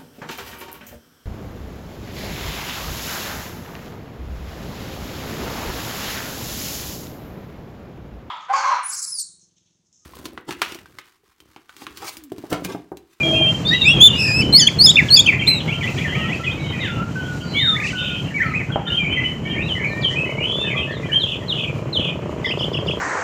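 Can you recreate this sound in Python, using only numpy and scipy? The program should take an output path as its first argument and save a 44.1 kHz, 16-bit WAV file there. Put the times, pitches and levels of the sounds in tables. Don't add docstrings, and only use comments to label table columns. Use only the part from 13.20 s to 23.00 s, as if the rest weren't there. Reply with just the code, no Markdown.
import sys
import numpy as np
from scipy import signal
from scipy.fft import rfft, irfft
from scipy.io import wavfile

SR = 44100
rng = np.random.default_rng(int(sys.argv[2]) if len(sys.argv) > 2 else 0)


def linear_from_db(decibels):
    return 10 ** (np.asarray(decibels, float) / 20)


def wav_out(sig):
    wavfile.write(sys.argv[1], SR, np.round(np.clip(np.atleast_2d(sig).T, -1, 1) * 32767).astype(np.int16))


N = 432180
TIME = np.arange(N) / SR

# [share of length/0-1, share of glide/0-1, level/dB]
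RISE = [(0, 0, -22), (.15, 0.2, -11), (.45, 0.68, 1), (.8, 1.0, -6.5), (1, 0.64, -22)]
RAMP = [(0, 0.1, -13), (0.199, 0.17, -7), (.8, .8, 0), (1, 1, -7)]
DIP = [(0, 0, -9), (.2, 0.6, -1), (.4, 0.93, -7.5), (.6, 0.93, 0), (.85, .1, -3.5), (1, 0, -16)]
HOOK = [(0, 0.46, -3), (.22, 0.017, -9.5), (.5, .5, -1), (1, 0.96, -16.5)]
FALL = [(0, 0.024, 3.5), (.12, 0.25, 1), (.45, .6, 1), (1, 1, -12.5)]
ARCH = [(0, 0.082, -6.5), (.28, 0.72, 1.5), (.65, 0.96, -6.5), (1, 0.73, -14.5)]
LEVEL = [(0, 0.12, -2), (.15, 0.2, 1.5), (.8, 0.71, 1), (1, 0.9, -8.5)]
STRUCK = [(0, 0, -2), (.25, .4, -6), (1, 0.9, -18)]
DROP = [(0, 0.018, -18), (.1, .78, -11), (.2, 0.94, 0.5), (.33, 1, -3.5), (1, 1, -31)]
SWEEP = [(0, 0.067, -3.5), (.6, .55, -1), (1, 1, -2)]
SLIDE = [(0, 0.048, -2), (0.128, 0.067, 4.5), (0.339, .62, -3.5), (0.48, .88, -3.5), (1, 0.98, -13.5)]
SCOOP = [(0, 0.039, -1), (.5, .22, -0.5), (1, 1, 6)]
DIVE = [(0, 0.021, -18), (1.001, 0.94, -1.5)]
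BOW = [(0, 0.15, -9.5), (.25, .85, -1.5), (.5, 0.98, 0), (.8, .93, 2.5), (1, 0.68, -7)]
LADLE = [(0, .2, -1), (.12, .3, 4.5), (.35, 0, -7), (.65, 0.31, -7), (.9, 1, 2.5), (1, 0.68, -4)]
RATTLE = [(0, 0.014, -23), (0.072, 0.066, -8.5), (.25, .8, 5), (.38, .15, -5), (.53, 0.99, -1),
          (.66, .05, -4), (.8, 0.94, -21), (1, 0.074, -15)]
ROUND = [(0, 0.068, -12), (.12, .55, -2), (.35, .93, 1.5), (0.86, 0.97, -1), (1, 0.073, -17.5)]
CROOK = [(0, 0.089, -1), (.15, .8, 3), (.3, 0.9, 1), (.6, .85, -6), (1, 0.33, -8)]
SAG = [(0, .1, -5.5), (.1, 0.078, -0.5), (.45, 0.93, -1), (.8, 0.96, -12), (1, .9, -9.5)]
FADE = [(0, 0, 0.5), (.12, 0, 2.5), (.55, .35, -9), (1, 1, -16.5)]

# [f/Hz, level/dB]
BEAK = [(4000, -4.5), (5500, -1), (6800, 5.5), (8600, -2.5), (15000, -6)]
NEAR_OVERTONES_DB = [-20, -24.5, -46.5, -38]
SAG_OVERTONES_DB = [-3.5, -19]
DIP_OVERTONES_DB = [-13, -30]
HOOK_OVERTONES_DB = [-36.5]
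WARBLE_OVERTONES_DB = [-2, -21, -22, -27]
FAR_OVERTONES_DB = [-38.5, -35.5]

# [t/s, mean f/Hz, level/dB, trill swing/Hz]
WARBLE = [
    [(.95, 2300, -39, -2), (.975, 2500, -35, 8.5), (.995, 2667, -20, 120), (1.11, 2536, -19.5, 95),
     (1.125, 2473, -20.5, 0), (1.21, 2678, -18, -5.5), (1.228, 2230, -27.5, 19)],
]
# [start t/s, end t/s, from f/Hz, to f/Hz, peak level/dB]
NEAR_RISES = [(.505, .57, 1745, 2026, -14), (.64, .738, 2226, 2850, -6.5), (1.466, 1.485, 2990, 3450, -4.5),
              (2.058, 2.078, 2810, 3270, -11.5)]
NEAR_RAMPS = [(1.325, 1.378, 4070, 4575, -2), (1.587, 1.63, 4180, 4670, -4.5),
              (1.903, 1.958, 4170, 4680, -2.5), (1.63, 1.668, 4820, 5310, -3.5),
              (2.265, 2.277, 3395, 4100, -18)]
NEAR_DIPS = [(1.66, 1.716, 3844, 3326, -6), (1.965, 2.016, 3690, 3322, -5)]
NEAR_HOOKS = [(1.768, 1.812, 2850, 1740, -3), (2.074, 2.11, 2800, 2040, -4.5)]
NEAR_FALLS = [(1.41, 1.462, 4910, 4260, -16), (1.482, 1.492, 2870, 1900, -17),
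              (1.712, 1.721, 3690, 2707, -19), (1.885, 1.903, 3580, 2720, -22),
              (1.757, 1.77, 3470, 3600, -8.5), (1.958, 1.982, 4710, 5380, -12)]
NEAR_ROUNDS = [(.802, .888, 3040, 3552, -2.5)]
NEAR_SAGS = [(1.395, 1.468, 3536, 2985, -14.5)]
NEAR_CRESTS = [(1.376, 1.414, 4800, 5220, -8)]
NEAR_FADES = [(2.275, 2.395, 4120, 3735, -12)]

# [start t/s, end t/s, from mean f/Hz, to mean f/Hz, peak level/dB]
YODELS = [
    (4.579, 4.745, 1780, 2300, -33.5),
    (4.546, 4.724, 1820, 3130, -28),
]
# [start t/s, end t/s, from f/Hz, to f/Hz, peak level/dB]
BOWED = [(4.335, 4.57, 2900, 3710, -18.5)]
# [start t/s, lowest f/Hz, peak level/dB]
CHATTER = [
    (9.386, 2800, -23.5),
    (9.528, 2530, -26.5),
    (9.665, 2530, -26),
]
CHATTER_S, CHATTER_FROM_HZ = 0.09, 3550
RASP_FROM_HZ, RASP_TO_HZ, RASP_DB = 4260, 5250, -22.5

# [start t/s, end t/s, from f/Hz, to f/Hz, peak level/dB]
FAR_ARCHES = [(.45, .61, 3470, 3867, -18), (.53, .6, 2500, 2890, -27.5), (2.54, 2.575, 3132, 3150, -24),
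              (5.7, 5.83, 2750, 3210, -20.5), (5.895, 6.0, 2910, 3153, -23.5),
              (6.035, 6.13, 2970, 3030, -25), (6.42, 6.49, 3500, 3950, -36.5),
              (6.955, 7.085, 2440, 2598, -23), (7.03, 7.18, 2930, 2980, -33.5),
              (7.2, 7.39, 2750, 3150, -25.5), (7.55, 7.67, 2260, 2634, -25.5),
              (7.915, 8.02, 2830, 3250, -20.5), (.125, .24, 2400, 2840, -26.5),
              (.255, .34, 2480, 2840, -27.5), (3.79, 3.87, 1276, 1400, -30)]
FAR_LEVELS = [(0.03, .365, 3270, 3110, -20), (0.15, .26, 2510, 2360, -28.5), (.68, 0.9, 3420, 3000, -23),
              (0.865, .99, 2940, 2780, -30.5), (1.78, 1.92, 1710, 1670, -38.5),
              (2.98, 3.08, 3100, 2090, -35), (2.94, 3.09, 1850, 1900, -35.5),
              (7.77, 7.9, 2130, 1900, -44.5), (3.14, 3.17, 4120, 5100, -51), (3.52, 3.615, 1950, 1900, -39),
              (5.78, 5.88, 2510, 2200, -27), (6.25, 6.37, 2200, 2500, -38), (6.72, 6.87, 2380, 2300, -34.5),
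              (6.7, 6.83, 1780, 1900, -37.5), (.595, .66, 2860, 2550, -29.5), (6.25, 6.46, 1810, 1860, -42),
              (3.37, 3.56, 2300, 2100, -42.5), (3.262, 3.295, 2540, 2400, -25.5),
              (7.822, 7.94, 2460, 2250, -41), (2.5, 2.673, 1387, 1375, -45.5),
             (2.945, 3.015, 1250, 1280, -42), (3.037, 3.077, 1326, 1320, -40),
             (3.192, 3.305, 1353, 1361, -38), (4.273, 4.458, 4100, 4060, -42.5)]
FAR_STRUCK = [(0.0, 0.078, 2456, 2303, -14.5), (.612, .7, 3770, 3460, -14), (1.21, 1.35, 2963, 3090, -18.5),
              (3.955, 4.29, 1530, 1403, -26), (4.73, 4.98, 1510, 1401, -24.5),
              (5.672, 5.725, 3620, 3600, -22.5), (5.665, 5.8, 1400, 1420, -34),
              (5.97, 6.07, 2030, 1990, -21), (6.295, 6.39, 3170, 3100, -28.5), (5.5, 5.54, 1510, 1500, -29),
              (6.55, 6.65, 2130, 1500, -27.5), (7.55, 7.58, 1200, 1084, -26),
              (2.195, 2.21, 3150, 3100, -13.5), (2.84, 2.9, 2170, 1500, -22.5),
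              (2.61, 2.635, 2495, 1850, -17.5)]
FAR_DROPS = [(6.48, 6.62, 3900, 2994, -21), (6.812, 7.0, 5220, 3020, -20)]
FAR_SWEEPS = [(2.478, 2.545, 1950, 3150, -26.5), (1.335, 1.45, 2350, 1600, -32),
              (1.955, 1.99, 2700, 2400, -24), (3.292, 3.328, 2700, 3800, -33),
              (5.2, 5.235, 1600, 2400, -17), (6.35, 6.43, 1950, 2800, -27), (6.43, 6.49, 2500, 2850, -36),
              (7.17, 7.25, 2100, 2720, -29.5), (7.4, 7.53, 2760, 2380, -28.5),
              (3.635, 3.69, 3600, 1800, -29.5), (.465, .485, 4100, 5000, -26)]
FAR_SLIDES = [(3.6, 3.79, 2160, 1303, -30.5), (4.345, 4.66, 2317, 1152, -29),
              (5.14, 5.36, 2350, 1194, -28.5)]
FAR_LADLES = [(9.243, 9.333, 1766, 3040, -24)]
FAR_CROOKS = [(5.335, 5.42, 1753, 2613, -25)]
FAR_RAMPS = [(7.27, 7.455, 3280, 3625, -24)]
# [start t/s, end t/s, from mean f/Hz, to mean f/Hz, peak level/dB]
ZIGZAGS = [(2.21, 2.255, 2700, 2350, -25), (2.275, 2.38, 2400, 2450, -29), (9.327, 9.385, 2600, 2950, -39),
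           (9.243, 9.31, 3400, 3250, -30.5), ]
# [start t/s, end t/s, from mean
# f/Hz, to mean f/Hz, peak level/dB]
WAVERS = [(3.14, 3.22, 3050, 3150, -46), (3.23, 3.27, 1870, 2110, -34), (2.76, 2.81, 2300, 2500, -39),
          (3.33, 3.4, 3050, 2930, -55), (6.67, 6.76, 4450, 3700, -49), (6.59, 6.7, 2100, 2300, -30.5),
          (6.9, 6.96, 1840, 2120, -37), (7.05, 7.13, 2080, 2110, -35), (7.18, 7.25, 2100, 2300, -40),
          (7.43, 7.49, 1872, 1555, -41), (7.44, 7.52, 3055, 3000, -36.5), (7.5, 7.56, 2330, 1930, -31.5),
          (7.56, 7.65, 3380, 2750, -32.5), (7.575, 7.63, 3650, 3450, -43), (7.67, 7.75, 1724, 1950, -38.5),
          (7.71, 7.8, 4560, 3030, -47), (7.69, 7.76, 3450, 3200, -46), (7.845, 7.88, 2900, 3200, -44),
          (7.88, 7.96, 1800, 1700, -39.5), (8.06, 8.18, 2800, 2500, -37.5),
          (8.375, 8.52, 2670, 2360, -32.5), (8.8, 8.94, 2680, 2370, -33.5), (8.2, 8.27, 1908, 1940, -47),
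          (8.2, 8.3, 3200, 3150, -49), (8.55, 8.63, 2450, 2300, -54), (4.2, 4.23, 3100, 2870, -43),
          (4.21, 4.34, 4600, 4500, -48.5), (4.35, 4.43, 2980, 3100, -34), (1.04, 1.12, 1800, 1700, -38.5),
          (9.4, 9.49, 3100, 3060, -32.5), (9.54, 9.63, 3294, 3100, -36), (9.68, 9.77, 3240, 3250, -35),
          (9.25, 9.31, 3486, 3000, -31),
          (4.75, 5.03, 3000, 3120, -31.5), (4.78, 4.93, 3620, 3560, -35.5), (4.74, 5.0, 2720, 2500, -35),
           (5.05, 5.1, 2800, 2900, -40.5), (5.1, 5.145, 1900, 1770, -39.5), (5.17, 5.2, 2300, 2600, -32),
           (5.21, 5.28, 3100, 3100, -46.5), (5.24, 5.3, 2400, 2400, -42), (5.3, 5.34, 3000, 1500, -40),
           (5.4, 5.47, 1600, 2800, -43), (5.25, 5.33, 4600, 3800, -50), (5.665, 5.72, 1780, 1600, -42),
           (5.655, 5.69, 3000, 3200, -32.5), (5.84, 5.96, 2300, 2500, -31), (6.09, 6.17, 2100, 1850, -41),
           (6.235, 6.4, 3150, 2700, -42), (6.25, 6.32, 2900, 4000, -51), (5.74, 5.84, 2600, 3200, -42),
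           (3.39, 3.53, 3820, 3780, -47), (3.53, 3.62, 2500, 2300, -37.5), (3.7, 3.84, 2750, 2800, -45.5),
           (3.91, 3.94, 3150, 2900, -51), (3.97, 4.1, 3000, 3200, -47), (3.63, 3.73, 3500, 3450, -40),
           (3.44, 3.56, 3000, 3150, -37.5), (3.6, 3.64, 3800, 3700, -36), (.88, .99, 3500, 4000, -41),
           (0.53, .56, 2800, 3400, -33), (0.77, 0.83, 2500, 2600, -34), (2.5, 2.6, 2200, 2600, -55),
           (2.98, 3.07, 3700, 2000, -45), (3.61, 3.66, 3250, 2300, -42), (5.52, 5.56, 3400, 2700, -33.5)]
# [start t/s, end t/s, from mean f/Hz, to mean f/Hz, peak level/dB]
PURRS = [(2.87, 3.08, 3010, 3110, -34.5)]
# [start t/s, end t/s, mean f/Hz, level/dB]
BUZZ = [ (5.89, 6.07, 2465, -34),
        (.478, 0.5, 4500, -29),
    (9.24, 9.325, 5030, -42.5),
    (2.112, 2.1602, 2300, -24),
]
# [start t/s, peak level/dB]
SCOOPS = [(2.629, -28.5), (2.775, -31.5), (2.915, -30.5), (3.082, -31)]
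SCOOP_S, SCOOP_FROM_HZ, SCOOP_TO_HZ = 0.056, 1850, 2750
PACING = [2.395, 2.479, 2.626, 2.774, 3.083, 3.239]
PACING_S, PACING_HZ, PACING_DB = 0.025, 3150, -27.5
# [start t/s, length/s, end f/Hz, peak level/dB]
DIVES = [
    (7.996, 0.054, 3000, -14.5),
    (8.281, 0.052, 2760, -12.5),
    (8.728, .054, 2820, -13),
]
DIVE_FROM_HZ = 4250
DIVE_BUZZ_S, DIVE_BUZZ_HZ, DIVE_BUZZ_DB = 0.126, 3180, -15

# [t/s, length/s, level/dB]
RUSTLES = [
    (4.68, .05, -37),
    (6.92, .04, -47),
    (2.77, .04, -46),
]
# [f/Hz, level/dB, t60/s]
WOOD = [(635, 5.5, 0.0071), (780, -4.5, 0.039), (1202, -19, 0.031)]
# [t/s, firings per s, level/dB]
ENGINE = [
    (5.8, 30, -39),
    (7.25, 34.4, -31.5),
    (8.14, 33.2, -38),
    (9.0, 29.2, -32),
    (9.8, 27, -28.5),
]
# [low f/Hz, high f/Hz, level/dB]
EXHAUST = [(324, 613, 1), (894, 1230, -10)]
# [start t/s, end t/s, f/Hz, level/dB]
DRONE = [
    (0.029, 0.23, 330, -31.5),
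    (0.0085, 0.32, 640, -34.5),
]
# [t/s, rumble level/dB, leaf hiss level/dB]
STREET = [(0.0, -20.5, -49), (1.5, -20.5, -47), (3.0, -22, -51), (4.2, -24, -54), (4.6, -24.5, -52),
          (5.6, -25, -57.5), (6.8, -24, -57), (7.8, -27.5, -56.5), (8.51, -26, -59.5), (9.8, -24.5, -55)]
# [f/Hz, level/dB]
RUMBLE = [(15, -50), (40, -18), (80, -4), (148, 2.5), (224, -6.5), (695, -20.5), (1770, -29), (3040, -28),
          (3470, -41), (4500, -70.5), (5850, -82), (9900, -120)]
# [f/Hz, level/dB]
HISS = [(2350, -27), (4000, -8.5), (4790, -11.5), (7160, -9.5), (8570, -21.5), (12600, -25.5), (15400, -17)]
# [t/s, length/s, level/dB]
GUSTS = [(.79, 0.054, -18), (2.05, 0.097, -32), (3.8, 0.14, -32), (5.9, 0.072, -27.5), (8.8, 0.041, -26),
         (1.27, 0.096, -20.5), (6.35, 0.2, -28)]


def rms_one(x):
    return x / np.sqrt(np.mean(x ** 2) + 1e-20)


def in_time(rows, t):
    s, *columns = np.transpose(rows)
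    return [np.interp(t, s, column) for column in columns]


def drift(rate, count=N):
    r = np.exp(-2 * np.pi * rate / SR)
    noise = rng.standard_normal(count + 4000)
    return rms_one(signal.lfilter([1], [1, -2 * r, r * r], noise)[4000:])


def band(x, low_hz, high_hz, order):
    return signal.sosfilt(signal.butter(order, [low_hz, high_hz], "band", fs=SR, output="sos"), x)


def coloured(spectrum):
    hz, db = np.transpose(spectrum)
    grid = np.arange(1, N // 2 + 2) * SR / N
    gain = linear_from_db(np.interp(np.log(grid), np.log(hz), db))
    return rms_one(irfft(rfft(rng.standard_normal(N)) * gain, N))


def bumps(rows):
    return sum(linear_from_db(db) * np.exp(-((TIME - s) / length) ** 2) for s, length, db in rows)


def shaped(rows, shape):
    return [[(start + at * (end - start), hz + share * (to_hz - hz), db + d) for at, share, d in shape]
            for start, end, hz, to_hz, db in rows]


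def held(rows):
    return [[(start, hz, db), (end, hz, db)] for start, end, hz, db in rows]


def sing(notes, overtones_db, trill_per_s, swing_hz, unsteady_hz, flutter_db, fade_s, sharp=2, uneven=0.172):
    out = np.zeros(N)
    for note in notes:
        first = max(int((note[0][0] - fade_s) * SR), 0)
        last = min(int((note[-1][0] + fade_s) * SR), N)
        span = np.arange(first, last)
        t = span / SR
        hz, db, *swing = in_time(note, t)
        beat = np.cumsum(trill_per_s * (1 + uneven * drift(31.3, count=len(t)))) / SR
        trill = 1 - 2 * np.abs(np.sin(np.pi * beat)) ** sharp
        hz = hz + (swing[0] if swing else swing_hz) * trill + unsteady_hz * drift(90, count=len(t))
        phase = 2 * np.pi * (np.cumsum(hz) / SR + rng.random())
        wave = np.sin(phase)
        for k, overtone_db in enumerate(overtones_db, start=2):
            beak_db = in_time(BEAK, k * hz)[0]
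            wave = wave + linear_from_db(overtone_db + beak_db) * np.sin(k * phase) * (k * hz < SR / 2)
        edge = np.clip(np.minimum(t - t[0], t[-1] - t) / (2 * abs(fade_s)), 0, 1) ** 2
        loudness = linear_from_db(db + flutter_db * drift(85, count=len(t)))
        out[span] += np.sqrt(2) * loudness * edge * wave
    return out


def near_notes():
    plain = (shaped(NEAR_RISES, RISE) + shaped(NEAR_RAMPS, RAMP) + shaped(NEAR_ROUNDS, ROUND)
             + shaped(NEAR_CRESTS, ARCH) + shaped(NEAR_FADES, FADE))
    return [(plain, NEAR_OVERTONES_DB),
            (shaped(NEAR_SAGS, SAG), SAG_OVERTONES_DB),
            (shaped(NEAR_DIPS, DIP), DIP_OVERTONES_DB),
            (shaped(NEAR_HOOKS, HOOK) + shaped(NEAR_FALLS, FALL), HOOK_OVERTONES_DB)]


def near_bird():
    whistles = sum(sing(notes, overtones_db, trill_per_s=0, swing_hz=0, unsteady_hz=18, flutter_db=1.0,
                        fade_s=0.002)
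                   for notes, overtones_db in near_notes())
    warble = sing(WARBLE, WARBLE_OVERTONES_DB, trill_per_s=53.0, swing_hz=0, unsteady_hz=19, flutter_db=1.0,
                  fade_s=0.002, sharp=1.0, uneven=0.0075)
    sum_tones = signal.sosfilt(signal.butter(6, 6800, "high", fs=SR, output="sos"), whistles ** 2)
    return whistles + warble + linear_from_db(-18) * sum_tones


def close_voices():
    rocking = sing(shaped(YODELS, LEVEL), FAR_OVERTONES_DB, trill_per_s=29.7, swing_hz=230, unsteady_hz=40,
                   flutter_db=3.5, fade_s=0.006, sharp=1.4, uneven=0.02)
    chatter = [(s, s + CHATTER_S, CHATTER_FROM_HZ, hz, db) for s, hz, db in CHATTER]
    gliding = sing(shaped(BOWED, BOW) + shaped(chatter, RATTLE), FAR_OVERTONES_DB, trill_per_s=0, swing_hz=0,
                   unsteady_hz=40, flutter_db=2.2, fade_s=0.0033)
    return rocking + gliding


def far_notes():
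    scoops = [(s, s + SCOOP_S, SCOOP_FROM_HZ, SCOOP_TO_HZ, db) for s, db in SCOOPS]
    dives = [(s, s + length, DIVE_FROM_HZ, hz, db) for s, length, hz, db in DIVES]
    return (shaped(FAR_ARCHES, ARCH) + shaped(FAR_LEVELS, LEVEL) + shaped(FAR_STRUCK, STRUCK)
            + shaped(FAR_DROPS, DROP) + shaped(FAR_SWEEPS, SWEEP) + shaped(dives, DIVE)
            + shaped(scoops, SCOOP) + shaped(FAR_SLIDES, SLIDE) + shaped(FAR_RAMPS, RAMP)
            + shaped(FAR_LADLES, LADLE) + shaped(FAR_CROOKS, CROOK))


def far_buzzes():
    trailing = [(s + length, s + length + DIVE_BUZZ_S, DIVE_BUZZ_HZ, db + DIVE_BUZZ_DB)
                for s, length, hz, db in DIVES]
    pacing = [(s, s + PACING_S, PACING_HZ, PACING_DB) for s in PACING]
    riding = [(s - 0.008, s + CHATTER_S, RASP_FROM_HZ, RASP_TO_HZ, db + RASP_DB) for s, hz, db in CHATTER]
    return held(BUZZ + trailing + pacing) + shaped(riding, CROOK)


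def is_steady(note):
    start, end_hz = note[0][0], note[-1][1]
    return start < 0.6 or end_hz < 1500 or 2.93 < start < 3 or 6.69 < start < 6.8


def far_birds():
    notes = far_notes()
    steady = [note for note in notes if is_steady(note)]
    unsteady = [note for note in notes if not is_steady(note)]
    whistles = sing(steady, FAR_OVERTONES_DB, trill_per_s=0, swing_hz=0, unsteady_hz=7, flutter_db=1.0,
                    fade_s=0.0036)
    whistles += sing(unsteady, FAR_OVERTONES_DB, trill_per_s=0, swing_hz=0, unsteady_hz=32, flutter_db=3.0,
                     fade_s=0.0045)
    buzzes = sing(far_buzzes(), FAR_OVERTONES_DB, trill_per_s=120, swing_hz=270, unsteady_hz=60,
                  flutter_db=3.0, fade_s=0.011)
    wavers = sing(shaped(WAVERS, LEVEL), FAR_OVERTONES_DB, trill_per_s=110, swing_hz=90,
                  unsteady_hz=55, flutter_db=3.5, fade_s=0.0071)
    zigzags = sing(shaped(ZIGZAGS, FALL), FAR_OVERTONES_DB, trill_per_s=38, swing_hz=277, unsteady_hz=70,
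                   flutter_db=4.5, fade_s=0.0032, uneven=0.12)
    purrs = sing(shaped(PURRS, LEVEL), [], trill_per_s=150, swing_hz=170, unsteady_hz=8, flutter_db=1.0,
                 fade_s=0.01, uneven=0.02)
    return whistles + purrs + buzzes + wavers + zigzags


def rustles():
    grains = rng.standard_normal(N) * linear_from_db(2.0 * drift(300))
    return bumps(RUSTLES) * rms_one(band(grains, 3300, 7600, order=4))


def knock():
    knock_s, knock_db, soft_hz = 5.559, -9.5, 2500
    t = np.maximum(TIME - knock_s, 0)
    rings = sum(linear_from_db(db - 60 * t / t60) * np.sin(2 * np.pi * hz * t) for hz, db, t60 in WOOD)
    return -linear_from_db(knock_db) * signal.sosfilt(signal.butter(2, soft_hz, fs=SR, output="sos"), rings)


def engine():
    per_s, db = in_time(ENGINE, TIME)
    turns = np.cumsum(per_s) / SR + 0.7 + 0.008 * drift(15)
    fired = np.diff(np.floor(turns), prepend=0).clip(0)
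    puff_t60_s = 0.12
    puff_level = signal.lfilter([0.035], [1, -linear_from_db(-60 / (puff_t60_s * SR))], fired)
    puffs = puff_level * rng.standard_normal(N)
    gas = fired * linear_from_db(1.4 * rng.standard_normal(N)) + puffs
    pops = sum(linear_from_db(d) * band(gas, low_hz, high_hz, order=3) for low_hz, high_hz, d in EXHAUST)
    fade_in = np.clip(TIME - ENGINE[0][0], 0, 1)
    return linear_from_db(db) * fade_in * rms_one(pops)


def motor():
    return sing(held(DRONE), [], trill_per_s=0, swing_hz=0, unsteady_hz=10, flutter_db=6.5, fade_s=0.02)


def street():
    rumble_db, hiss_db = in_time(STREET, TIME)
    rumble = linear_from_db(rumble_db - 2.5 + 1.9 * drift(23.4)) * coloured(RUMBLE)
    rumble = signal.sosfilt(signal.butter(2, 48, "high", fs=SR, output="sos"), rumble)
    hiss = linear_from_db(hiss_db + 5.5 + 1.9 * drift(4.4)) * coloured(HISS)
    return rumble + hiss


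def gusts():
    return bumps(GUSTS) * rms_one(band(rng.standard_normal(N), 60, 280, order=2))


def yard(x):
    t60_s, build_up_s = 0.31, 0.0037
    t = np.arange(SR // 2) / SR
    tail = rng.standard_normal(len(t)) * linear_from_db(-60 * t / t60_s) * np.clip(t / build_up_s, 0, 1)
    tail = signal.lfilter([1], [1, -0.45], tail)
    return signal.fftconvolve(x, tail / np.sqrt(np.sum(tail ** 2)))[:N]


def scene():
    near = near_bird() + close_voices() + engine()
    far = far_birds() + rustles() + knock() + motor()
    is_far = (TIME > 0.42) & (TIME < 7.97)
    far_wet_db = np.where(is_far, -5, -11)
    echoes = yard(linear_from_db(-15.5) * near + linear_from_db(far_wet_db) * far)
    return (near + far + echoes + street() + gusts())[None]


def roll_off(x):
    return signal.sosfilt(signal.butter(12, 15570, fs=SR, output="sos"), x)


def record(dry):
    loud = np.clip(dry, -1, 1)
    top_pass = signal.butter(6, 9000, "high", fs=SR, output="sos")
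    body = signal.sosfilt(signal.butter(6, 9000, fs=SR, output="sos"), loud)
    top = signal.sosfilt(top_pass, loud)
    hashed = signal.sosfilt(top_pass, top * (0.44 + 0.48 * drift(550)))
    cut = signal.cheby2(12, 60, 16300, fs=SR, output="sos")
    mix = np.clip(signal.sosfilt(cut, body + hashed), -1, 1)
    return roll_off(mix)


dry = scene()
out = record(dry)
wav_out(out)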